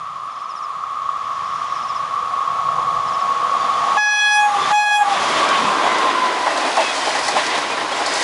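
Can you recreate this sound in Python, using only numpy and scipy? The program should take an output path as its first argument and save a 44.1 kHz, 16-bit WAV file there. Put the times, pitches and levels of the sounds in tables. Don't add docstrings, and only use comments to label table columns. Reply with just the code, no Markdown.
import sys
import numpy as np
from scipy import signal
from scipy.fft import rfft, irfft, next_fast_len
from scipy.io import wavfile

SR = 44100
rng = np.random.default_rng(int(sys.argv[2]) if len(sys.argv) > 2 else 0)


def elevation(decibels):
    levels = np.asarray(decibels, float)
    return 10 ** (levels / 20)


def file_out(sig):
    cols = np.atleast_2d(sig).T
    lim = np.clip(cols, -1, 1)
    pcm = np.round(lim * 32767).astype(np.int16)
    wavfile.write(sys.argv[1], SR, pcm)


N = 362943
T = np.arange(N) / SR
CUTOFF_HZ = 10930

ROLLING_HZ = [170, 600, 1000, 1400, 4000, 11200]
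# pitch_hz, level_db (per Hz)
NEAR = [(18, -76), (30, -79), (181, -23), (274, -8), (318, -7), (378, -7.5), (665, -5.5), (829, -6),
        (1030, -6), (1260, -14.5), (1390, -11), (1960, -8.5), (2840, -12), (4870, -13), (10700, -27.5),
        (13900, -40), (22000, -120)]
# time_s, roar_db, weight_db (body over wheel hiss)
TRAIN = [(0, -46.5, 0), (.9, -44.5, 0.5), (1.35, -40, -2), (1.7, -38.5, -1), (2.2, -39, 1), (2.8, -37.5, 5),
         (3.4, -34, 2.5), (3.8, -31, 4), (3.93, -29.5, 5), (4.62, -20, -3), (5.16, -24.5, 3),
         (5.5, -24.5, 2), (6.05, -23.5, 5), (6.35, -27, 3.5), (6.6, -26, 0), (7.25, -26, -3.5),
         (7.5, -24.5, 0), (7.72, -27.5, 1.5), (7.9, -28, 1), (8.23, -24, -4.5)]
# opens_s, shuts_s, turned_down_db, recovery_s
VALVE = [
    (3.973, 4.37, 18.5, 0.23),
    (4.71, 4.965, 21.5, 0.08),
]
EMPTY_S = [4.46, 5.022]


def bump(x, width):
    return np.exp(-(x / width) ** 2)


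def rms_one(x):
    return x / np.sqrt(np.mean(x ** 2) + 1e-20)


def in_time(rows):
    s, *columns = np.transpose(rows)
    return [np.interp(T, s, c) for c in columns]


def inside(rows, fade_s):
    return np.clip(np.minimum(T - rows[0][0], rows[-1][0] - T) / fade_s, 0, 1)


def drift(rate):
    r = np.exp(-80 * np.pi * rate / SR)
    slow = signal.lfilter([1], [1, -2 * r, r * r], rng.standard_normal(N // 40 + 2002))[2000:]
    return np.interp(np.arange(N) / 40, np.arange(len(slow)), rms_one(slow))


def noise(spectrum, low_hz, high_hz):
    size = next_fast_len(N)
    hz = np.arange(size // 2 + 1) * SR / size + 1
    colour_hz, colour_db = np.transpose(spectrum)
    colour = elevation(np.interp(np.log(hz), np.log(colour_hz), colour_db))
    edges = 1 / np.sqrt((1 + (low_hz / hz) ** 30) * (1 + (hz / high_hz) ** 30))
    return rms_one(irfft(rfft(rng.standard_normal(size)) * colour * edges, size)[:N])


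def resonance(x, hz, width_hz):
    r = np.exp(-np.pi * width_hz / SR)
    top = (1 - r * r) / 2
    return signal.lfilter([top, 0, -top], [1, -2 * r * np.cos(2 * np.pi * hz / SR), r * r], x + 1e-18)


def nearness():
    # time_s, share (0-1)
    closing_in = [
        (0, 0),
        (4.0, 0.02),
        (5.4, 0.55),
        (6.3, 0.94),
        (8.3, 1),
    ]
    return np.clip(in_time(closing_in)[0], 0, 1)


def whine(rows, waver_db, waver_rad):
    hz, level_db = in_time(rows)
    phase = 2 * np.pi * np.cumsum(hz) / SR + waver_rad * drift(12.2)
    return np.sqrt(2) * elevation(level_db + waver_db * drift(50)) * np.sin(phase) * inside(rows, 0.0065)


def rolling(patchy_db):
    # pitch_hz, level_db (per Hz)
    far_colour = [(160, -26), (350, -28.5), (520, -28.5), (690, -6.5), (1000, -8), (1500, -22), (2800, -29),
                  (3400, -26), (4100, -34), (5300, -37), (7000, -40), (8200, -48.5), (10700, -49.5),
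                  (12000, -51)]
    # far_db, near_db, far_share and near_share (of the weight)
    band_levels = [
        (-8, -6, 0.53, 0.67),
        (-0.5, -1, 1.13, -0.11),
        (-0.5, -1, 0.012, -0.17),
        (-8, -5.5, 0.24, -0.98),
    ]
    # time_s, swell_db, pitch_hz
    swells = [(5.85, 6.5, 930), (5.3, 5.5, 4700), (5.231, 6, 4700), (5.13, 4, 4500), (5.3, 3.5, 300),
              (5.4, 4, 300), (5.48, 3.5, 260), (5.98, -0.5, 5300), (7.23, -2, 800), (5.38, 3.5, 3600),
              (5.55, 4.5, 1900), (5.45, 3.5, 3400), (5.4, 3, 4600), (6.5, 6.5, 800), (6.58, 2, 900),
              (6.67, 7.5, 430), (6.792, 13.5, 970), (6.95, 2.5, 6100), (7.09, 4, 620), (7.17, 4, 330),
              (9.1, 1, 7000), (7.29, 2.5, 7000), (7.34, 6.5, 360), (7.385, 7, 760), (7.39, 3, 2400),
              (7.46, -7, 600), (7.55, 4, 900), (7.56, 4, 2800), (10, 6, 500), (7.5, 0, 1100),
              (5.17, 2, 3000), (7.8, 1.5, 1200), (8.9, 3, 800)]
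    swell_s, swell_octaves = 0.031, 1
    near = nearness()
    roar_db, weight_db = in_time(TRAIN)
    together = drift(14)
    bands = [ROLLING_HZ[0:2], ROLLING_HZ[1:3], ROLLING_HZ[3:5], ROLLING_HZ[4:6]]
    coarse = T[::100]
    out = 0
    for band, (far_db, near_db, far_share, near_share) in zip(bands, band_levels):
        middle_hz = np.sqrt(np.prod(band))
        swell_db = sum(db * bump(coarse - s, swell_s) * bump(np.log2(hz / middle_hz), swell_octaves)
                       for s, db, hz in swells)
        level_db = roar_db + np.interp(T, coarse, swell_db)
        level_db = level_db + (1 - near) * (far_db + far_share * weight_db)
        level_db = level_db + near * (near_db + near_share * weight_db)
        flutter_db = patchy_db * (.5 + near) * (together + drift(14))
        mix = np.sqrt(1 - near) * noise(far_colour, *band) + np.sqrt(near) * noise(NEAR, *band)
        out = out + mix * elevation(level_db + flutter_db)
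    return out


def blower():
    # time_s, level_db
    duct = [(0, -31), (1, -28), (2, -25), (3, -23), (3.93, -20.5), (4.6, -16.5), (5.16, -20.5),
            (5.9, -20.5), (6.2, -23.5), (6.5, -27), (8.3, -27)]
    # pitch_hz, level_db (per Hz)
    duct_colour = [(560, -43), (950, -22.5), (1050, -5.5), (1070, -6), (1140, 1), (1160, 0.5), (1250, -4.5),
                   (1340, -10.5), (1480, -55), (1920, -67), (3260, -120)]
    # start_s, lift_db
    gusts = [(.083, -5), (.838, 9.5), (.972, 8), (1.09, 14.5), (1.22, 5), (1.303, 7), (1.418, 13),
             (1.728, 3), (1.92, 3), (2.274, 2), (2.451, 7), (2.577, -5), (2.687, 7), (2.784, 9), (2.901, 4),
             (2.998, 1), (3.12, 4), (3.194, -3), (3.282, -4), (3.491, 4), (3.578, -2), (3.629, 6),
             (3.785, 9), (3.888, 4)]
    gust_s = 0.0029
    near = nearness()
    mix = np.sqrt(1 - near) * noise(duct_colour, 920, 1740)
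    mix = mix + np.sqrt(near) * noise(NEAR, *ROLLING_HZ[2:4])
    gusts_db = sum(db * bump(T - s - gust_s, gust_s) for s, db in gusts)
    return elevation(in_time(duct)[0] + gusts_db) * mix


def rattle(per_s, hz, width_hz):
    # time_s, level_db (against the roar)
    ringing = [(0, -23), (1.5, -23), (3.2, -26), (3.7, -26), (5.2, -10.5), (5.6, -17), (5.9, -30)]
    chance = per_s * elevation(5.0 * drift(12)) / SR
    clicks = (rng.random(N) < chance) * rng.standard_normal(N)
    ring = resonance(resonance(clicks, hz, width_hz), hz, width_hz)
    return elevation(in_time(TRAIN)[0] + in_time(ringing)[0]) * rms_one(ring)


def motor_whine():
    # time_s, pitch_hz, level_db
    oncoming = [(0, 1105, -38), (.6, 1105, -36), (1.2, 1105, -31), (2, 1105, -28), (2.6, 1105, -24),
                (3.2, 1105, -23), (3.9, 1105, -21), (4.7, 1105, -20), (5.0, 1105, -24)]
    front_bogie = [(4.5, 1180, -17), (5.06, 1160, -26), (5.3, 1140, -25), (5.47, 1135, -23),
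                   (5.6, 1085, -24), (5.72, 1045, -24), (5.85, 1015, -28), (5.95, 1005, -27)]
    rear_bogie = [(5.955, 1088, -48), (5.99, 1082, -19.5), (6.08, 1045, -17.5), (6.14, 1030, -31),
                  (6.24, 1017, -18.5), (6.33, 989, -30.5), (6.44, 1001, -24), (6.52, 1030, -34),
                  (6.7, 1018, -24)]
    out = whine(oncoming, waver_db=1.2, waver_rad=.2)
    out += whine(front_bogie, waver_db=3.6, waver_rad=1.3)
    return out + whine(rear_bogie, waver_db=3.0, waver_rad=1.1)


def transformer_hum():
    # time_s, pitch_hz, level_db
    hum = [(0, 489, -66.5), (1, 501, -60.5), (2.3, 509, -51.5), (3.2, 497, -45.5), (3.9, 503, -41),
           (4.7, 494, -39.5)]
    return whine(hum, waver_db=5.0, waver_rad=1.4)


def insect():
    # time_s, level_db
    loudness = [(0, -71), (2, -67), (3.6, -63), (4.2, -70)]
    hz, width_hz = 9500, 51
    song = resonance(resonance(rng.standard_normal(N), hz, width_hz), hz, width_hz)
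    return elevation(in_time(loudness)[0] + 2.0 * drift(8)) * rms_one(song)


def wind():
    # time_s, level_db
    breeze = [(0, -56), (.2, -54), (.5, -62), (.78, -57.5), (1.1, -55), (1.4, -56.5), (1.7, -57),
              (2.1, -52), (2.4, -53), (2.85, -45), (3.3, -51.5), (3.9, -51), (4.2, -48), (4.6, -46),
              (5.6, -50), (6.2, -53.5), (8.3, -52.5)]
    # pitch_hz, level_db (per Hz)
    breeze_colour = [(15, -46), (25, -25), (65, -5), (128, -1.5), (161, 3), (260, -1), (340, -45),
                     (570, -120)]
    return elevation(in_time(breeze)[0] + 2.0 * drift(1.6)) * noise(breeze_colour, 20, ROLLING_HZ[0])


def bird():
    # start_s, length_s, level_db
    notes_sung = [(.306, .03, -50), (.347, .026, -51), (.38, .034, -50), (.425, .034, -48),
                  (.482, .045, -43), (.55, .044, -43), (.618, .043, -43), (1.752, .036, -44),
                  (1.812, .037, -41), (1.874, .042, -39), (1.944, .042, -40), (3.012, .03, -45),
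                  (3.066, .031, -38), (3.13, .034, -38), (3.2, .029, -39)]
    end_hz, slide_hz_per_s = 4950, 27000
    out = np.zeros(N)
    for s, length, level_db in notes_sung:
        u = np.linspace(0, 1, round(length * SR))
        hz = end_hz + slide_hz_per_s * length * (1 - u) ** 1.45
        swell = np.sin(np.pi * u ** 1.4) ** .5
        note = elevation(level_db) * swell * np.sin(2 * np.pi * np.cumsum(hz) / SR)
        out[round(s * SR):][:len(u)] += note
    return out


def squeaks(rough_rad):
    # start_s, length_s, start_hz, end_hz, level_db
    short_rings = [(4.6, .09, 155, 140, -46), (4.56, .14, 388, 375, -38), (4.54, 0.17, 3480, 3600, -40),
                   (4.685, .03, 3620, 3580, -36), (5.127, 0.071, 3450, 3480, -34),
                   (5.3, .1, 2150, 2200, -32), (5.443, 0.1, 2430, 2330, -31),
                   (5.643, 0.055, 2570, 2590, -31), (6.6, 0.14, 2520, 2430, -35),
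                   (4.622, 0.03, 3490, 3500, -32), (4.716, 0.25, 714, 717, -38.5),
                   (5.499, 0.11, 3080, 3060, -32), (5.871, 0.116, 2080, 2000, -29),
                   (5.579, 0.14, 236, 213, -31.5), (6.467, 0.051, 1857, 1910, -28),
                   (6.48, .12, 2660, 2680, -37), (6.78, .15, 2670, 2500, -30), (6.84, .1, 3360, 3340, -33),
                   (6.94, .18, 3150, 3080, -36), (7.27, .03, 2050, 2000, -29), (.478, .07, 2790, 2770, -54),
                   (7.695, .05, 2460, 2440, -33), (5.41, .12, 1580, 1560, -29),
                   (5.74, .26, 1600, 1520, -31), (6.0, .14, 1950, 1850, -32), (7.0, .28, 1900, 1960, -36),
                   (7.33, .28, 1960, 1930, -36), (3.585, .075, 4600, 4620, -44),
                   (3.61, .035, 3560, 3570, -39), (3.645, .025, 3650, 3640, -39),
                   (3.73, .05, 3500, 3350, -39), (3.76, .055, 4560, 4600, -46),
                   (3.77, .04, 3150, 3050, -39), (6.875, .03, 4000, 3950, -36),
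                   (7.922, 0.018, 3350, 3200, -29), (7.95, .06, 7500, 7580, -42),
                   (8.04, 0.13, 4950, 5050, -36), (8.05, .03, 4400, 4400, -34)]
    shake = rough_rad * drift(29)
    waver = elevation(2 * drift(35))
    out = np.zeros(N)
    for s, length, start_hz, end_hz, level_db in short_rings:
        u, at = np.linspace(0, 1, round(length * SR)), round(s * SR)
        turns = np.cumsum(start_hz + (end_hz - start_hz) * u) / SR
        ring = np.sin(2 * np.pi * turns + shake[at:][:len(u)])
        out[at:][:len(u)] += np.sqrt(2) * elevation(level_db) * np.sin(np.pi * u) ** 0.31 * ring
    return out * waver


def leaves():
    middle_s, half_s, level_db = 1.64, .4, -49
    hz, width_hz = 5400, 900
    rustle = resonance(resonance(rng.standard_normal(N), hz, width_hz), hz, width_hz)
    return elevation(level_db + 2.5 * drift(10)) * bump(T - middle_s, half_s) * rms_one(rustle)


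def horn(waver_db, air_db):
    # time_s, pitch_hz, level_db
    blasts = [
        [(3.958, 814.3, -33), (3.972, 840, -14), (3.988, 841.5, -23), (4.07, 838, -27), (4.28, 837.4, -27),
         (4.38, 837.4, -15), (4.46, 833.8, -13), (4.55, 815, -18), (4.64, 795, -25)],
        [(4.695, 828.7, -29), (4.72, 835, -14), (4.77, 838, -14.5), (4.895, 833.7, -23), (4.965, 833.9, -15),
         (5.018, 828.7, -13), (5.07, 815, -15), (5.125, 797, -19), (5.155, 790, -30)],
    ]
    # opening_db, shutting_db, swell_s, swell_db
    overtones = [
        [(-16.5, -17, 4.17, -2.5), (-26.5, -21.5, 4.2, 1), (-33.5, -25, 4.22, 6), (-32.5, -29.5, 4.28, -2)],
        [(-23.5, -19.5, 4.91, 3), (-24.5, -24, 4.86, -2.5), (-42.5, -24, 4.75, 10), (-38.5, -37, 4.88, -4)],
    ]
    # partial, then start_db and end_db of the first blast and of the second
    upper_partials = [(5, -7, -2, 0, -2), (6, -5, -5, -2, -2), (7, 0, 0, 0, 0), (8, -22, -24, -11, -6),
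                      (9, -21, -12, -3, 0), (10, -36, -16, -19, -13), (11, -22, -13, -14, -10),
                      (12, -25, -15, -11, -6), (13, -32, -19, -16, -10)]
    # time_s, partial, lift_db
    flutters = [(4.152, 9, -8), (4.228, 9, 5), (4.278, 7, -5), (4.33, 6, 4), (4.352, 4, -6), (4.354, 9, 3),
                (4.354, 11, 6), (4.354, 13, 3), (4.778, 2, -7), (4.816, 5, 6), (4.894, 6, -6),
                (4.966, 13, 6), (4.978, 2, -10), (4.993, 1, -4), (4.997, 4, -7), (5.016, 1, 4),
                (3.98, 8, 10), (4.99, 5, -5), (4.99, 7, -4), (4.07, 5, -5), (4.09, 4, -3), (4.09, 11, -5),
                (4.11, 10, -6), (4.19, 7, 3), (4.2, 5, -3), (4.22, 6, -5), (4.23, 10, 5), (4.26, 5, 4),
                (4.27, 4, 3), (4.27, 11, 4), (4.31, 3, -3), (4.31, 9, -6), (4.33, 7, 4), (4.37, 5, -9),
                (4.38, 10, -5), (4.39, 4, 4), (4.42, 5, 4), (4.44, 3, 4), (4.45, 4, 6), (4.2, 1, -3),
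                (4.73, 8, 9), (4.73, 3, -4), (4.75, 5, -4), (4.75, 6, -5), (4.79, 3, 3), (4.79, 7, 3),
                (4.8, 10, -7), (4.81, 11, -7), (5.045, 1, -6), (4.84, 9, -5), (4.86, 7, -4), (4.87, 11, 5),
                (4.885, 5, 7), (4.885, 7, 4), (4.92, 5, 5), (4.92, 10, -6), (4.98, 8, -8), (5.0, 6, -8),
                (5.01, 7, -6), (5.01, 3, -4)]
    speaks_s = [3.977, 4.73]
    fades = [60, 90, 170, 290]
    swell_half_s, flutter_s = 0.043, .019
    speak_db_per_s = 2000
    top_leads_s, upper_lags_s = .011, .008
    top_lingers_db_per_s = 188
    empty_faster = 5.5
    beat_s, beat_db = .037, 11
    air_colour = [(1000, -2.0), (4000, 1.0), (7000, -1), (11000, -8.0)]   # pitch_hz, level_db
    columns = [slice(1, 3), slice(3, 5)]
    out = 0
    for blast, valve, speaks, empty, rows, tilt in zip(blasts, VALVE, speaks_s, EMPTY_S, overtones, columns):
        hz, first_db = in_time(blast)
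        phase, span = 2 * np.pi * np.cumsum(hz) / SR, valve[:2]
        rise_db = speak_db_per_s * np.maximum(speaks - T, 0)
        fading_s = np.maximum(T - span[1], 0) + empty_faster * np.maximum(T - empty, 0)
        beat_age = T - empty - .025
        beat = (beat_age > 0) * bump(beat_age % beat_s / beat_s - .5, .2)
        levels = [(1, first_db - beat_db * beat + .7 * drift(18))]

        group_db = []
        for (open_db, shut_db, s, swell_db), fade in zip(rows, fades):
            db = np.interp(T, span, [open_db, shut_db]) + swell_db * bump(T - s, swell_half_s)
            group_db.append(db - fade * fading_s - rise_db)
        *low_db, upper_db = group_db
        levels += [(k, db + .7 * drift(18)) for k, db in zip([2, 3, 4], low_db)]

        for row in upper_partials:
            k = row[0]
            db = upper_db + np.interp(T, span, row[tilt]) + waver_db * drift(35)
            if k > 8:
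                db = db + top_lingers_db_per_s * fading_s
            if k > 7:
                db = db + np.minimum(rise_db, speak_db_per_s * top_leads_s)
            else:
                db = db - speak_db_per_s * np.clip(speaks + upper_lags_s - T, 0, upper_lags_s)
            levels.append((k, db))

        tone = 0
        for k, db in levels:
            lift_db = sum(lift * bump(T - s, flutter_s) for s, partial, lift in flutters
                          if partial == k and span[0] < s < blast[-1][0])
            tone = tone + elevation(db + lift_db) * np.sin(round(k) * phase + rng.uniform(0, 2 * np.pi))
        escaping_air = elevation(low_db[1] + air_db) * noise(air_colour, 1500, CUTOFF_HZ)
        out = out + (np.sqrt(2) * tone + escaping_air) * inside(blast, 0.011)
    return out


def ducking():
    attack_s, quiet_gain_db = 0.03, 2
    dives = []
    for opens, shuts, depth_db, recovery_s in VALVE:
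        dive = np.clip((T - opens) / attack_s, 0, 1)
        dives.append(-depth_db * dive * np.exp(-np.maximum(T - shuts, 0) / recovery_s))
    return quiet_gain_db * np.clip(1 - T / VALVE[0][0], 0, 1) + np.min(dives, axis=0)


def horn_echo():
    # time_s, pitch_hz, level_db (before the recorder turns it down)
    echoes = [
        [(4.0, 822, -22), (4.2, 818, -19), (4.45, 806, -19), (4.54, 798, -23), (4.7, 785, -27)],
        [(4.72, 812, -30), (4.8, 815, -14), (4.97, 806, -10), (5.05, 796, -19), (5.2, 780, -36)],
    ]
    return sum(whine(echo, waver_db=3.0, waver_rad=.6) for echo in echoes)


def pipe_ring():
    # time_s, pitch_hz, level_db
    rings = [
        [(4.39, 6695, -46), (4.43, 6688, -37), (4.47, 6668, -40), (4.52, 6640, -48)],
        [(4.97, 6670, -50), (5.02, 6635, -46), (5.08, 6600, -50)],
    ]
    return sum(whine(ring, waver_db=1.5, waver_rad=.2) for ring in rings)


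def puffs():
    level_db, half_s, late_s = -44, 0.16, 0.045
    hiss = noise([(5000, 3.0), (8000, 0.0), (11000, 3.0)], 5000, CUTOFF_HZ)
    return elevation(level_db) * sum(bump(T - s - late_s, half_s) for s in EMPTY_S) * hiss


def wheel_ring(per_s, ring_db, width_hz):
    # pitch_hz, level_db
    wheel_modes = [(1580, 4.5), (1950, 1.5), (2650, -21), (3300, -12), (4900, -5.5)]
    out = 0
    for hz, level_db in wheel_modes:
        strength = elevation(3.0 * np.minimum(rng.exponential(1, N), 4))
        clicks = (rng.random(N) < per_s / SR) * strength * rng.choice([-1, 1], N)
        out = out + elevation(level_db) * rms_one(resonance(clicks, hz, width_hz))
    return elevation(in_time(TRAIN)[0] + ring_db) * nearness() * out


def joints(rise_s, knock_db, knock_t60, crack_t60):
    # start_s, peak_db, crack_db (against the knock), deep_db (low body modes)
    hits = [(5.178, -25, -10, 0), (5.488, -12, -3, -5), (5.701, -14, -19, 0), (5.983, -27, 9, 0),
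            (6.067, -9.5, -26, 5), (6.257, -10.5, -11, -3), (6.295, -20, -18, 0), (6.412, -15.5, -14, -3),
            (6.461, -3, -19, 1.5), (6.52, -14, -16, 5), (6.575, -6.5, -10, 1), (6.61, -9, -16, -3),
            (6.499, -5, -22, -7), (6.648, -6.5, -30, -2), (6.672, -7, -24, -1), (6.768, -3, -12, 0),
            (6.806, -7, -10, 1), (6.835, -30, -14, -3), (7.068, -9, -16, 6.5), (7.092, -22, 6.5, -3),
            (7.147, -1, -24, 1), (7.189, -10, -3, 1), (7.282, -7.5, -2, 2.5), (7.364, -0.5, -24, 1),
            (7.389, -12, -15, -4), (7.465, -19, 6.5, -5), (7.549, -8, -11, -5), (7.577, -4, -13, -3),
            (7.618, -10, -10, -6), (7.705, -13, -13, -7), (7.769, -4.5, -30, -9), (7.812, -7, -33, -2),
            (7.915, -12, -10, 8), (7.989, -15, -20, 10), (8.005, -12, -18, 5), (8.062, -10.5, 1, 1),
            (8.098, -14, -9, -1), (8.136, -7, -4.5, -4), (8.16, -14, -14, 0), (8.205, -10, -10, 4)]
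    # pitch_hz, width_hz, level_db
    body_modes = [(354, 140, -39), (578, 140, 2), (820, 18, 4), (1030, 210, 5.5), (1830, 180, -2)]
    knock, deep, crack = np.zeros((3, N))
    for s, peak_db, crack_db, deep_db in hits:
        at = round(s * SR)
        age = T[:N - at][:SR // 2]
        blow = elevation(peak_db - 60 * age / knock_t60) * (1 - np.exp(-age / rise_s))
        knock[at:][:len(age)] += blow
        deep[at:][:len(age)] += blow * elevation(deep_db)
        crack[at:][:len(age)] += elevation(peak_db + crack_db - 60 * age / crack_t60)
    modes = [elevation(db) * rms_one(resonance(rng.standard_normal(N), hz, width)) for hz, width, db in body_modes]
    modes = signal.sosfilt(signal.butter(4, 200, "high", fs=SR, output="sos"), modes)
    body = (deep * modes[:3].sum(0) + knock * modes[3:].sum(0)) / modes.sum(0).std()
    return elevation(knock_db) * (body + crack * noise(NEAR, 4000, CUTOFF_HZ))


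def scene():
    train = rolling(patchy_db=.35) + blower() + rattle(per_s=330, hz=3280, width_hz=450)
    train += motor_whine() + transformer_hum()
    train += wheel_ring(per_s=170, ring_db=-14.0, width_hz=57)
    train += joints(rise_s=0.004, knock_db=-9.5, knock_t60=0.13, crack_t60=0.06)
    lineside = insect() + wind() + bird() + horn_echo()
    ducked = elevation(ducking()) * (train + lineside)
    on_top = squeaks(rough_rad=1.2) + leaves() + horn(waver_db=1.7, air_db=-22) + pipe_ring() + puffs()
    return (ducked + on_top)[None]


def top_cut(x):
    return signal.sosfilt(signal.butter(12, 13460, fs=SR, output="sos"), x)


def record(dry):
    converter_hz, image_db = 24000, -24
    rounded = 1.5 * np.tanh(dry / 1.5)
    rounded = signal.sosfilt(signal.butter(2, 25, "high", fs=SR, output="sos"), rounded)
    cut = signal.sosfilt(signal.ellip(12, .3, 90, CUTOFF_HZ, fs=SR, output="sos"), rounded)
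    edge = signal.sosfilt(signal.butter(6, [10650, 11100], "band", fs=SR, output="sos"), cut)
    mirror = 2 * edge * np.cos(2 * np.pi * converter_hz * T)
    mirror = signal.sosfilt(signal.butter(6, [12900, 13400], "band", fs=SR, output="sos"), mirror)
    return top_cut(cut + elevation(image_db) * mirror)


dry = scene()
out = record(dry)
file_out(out)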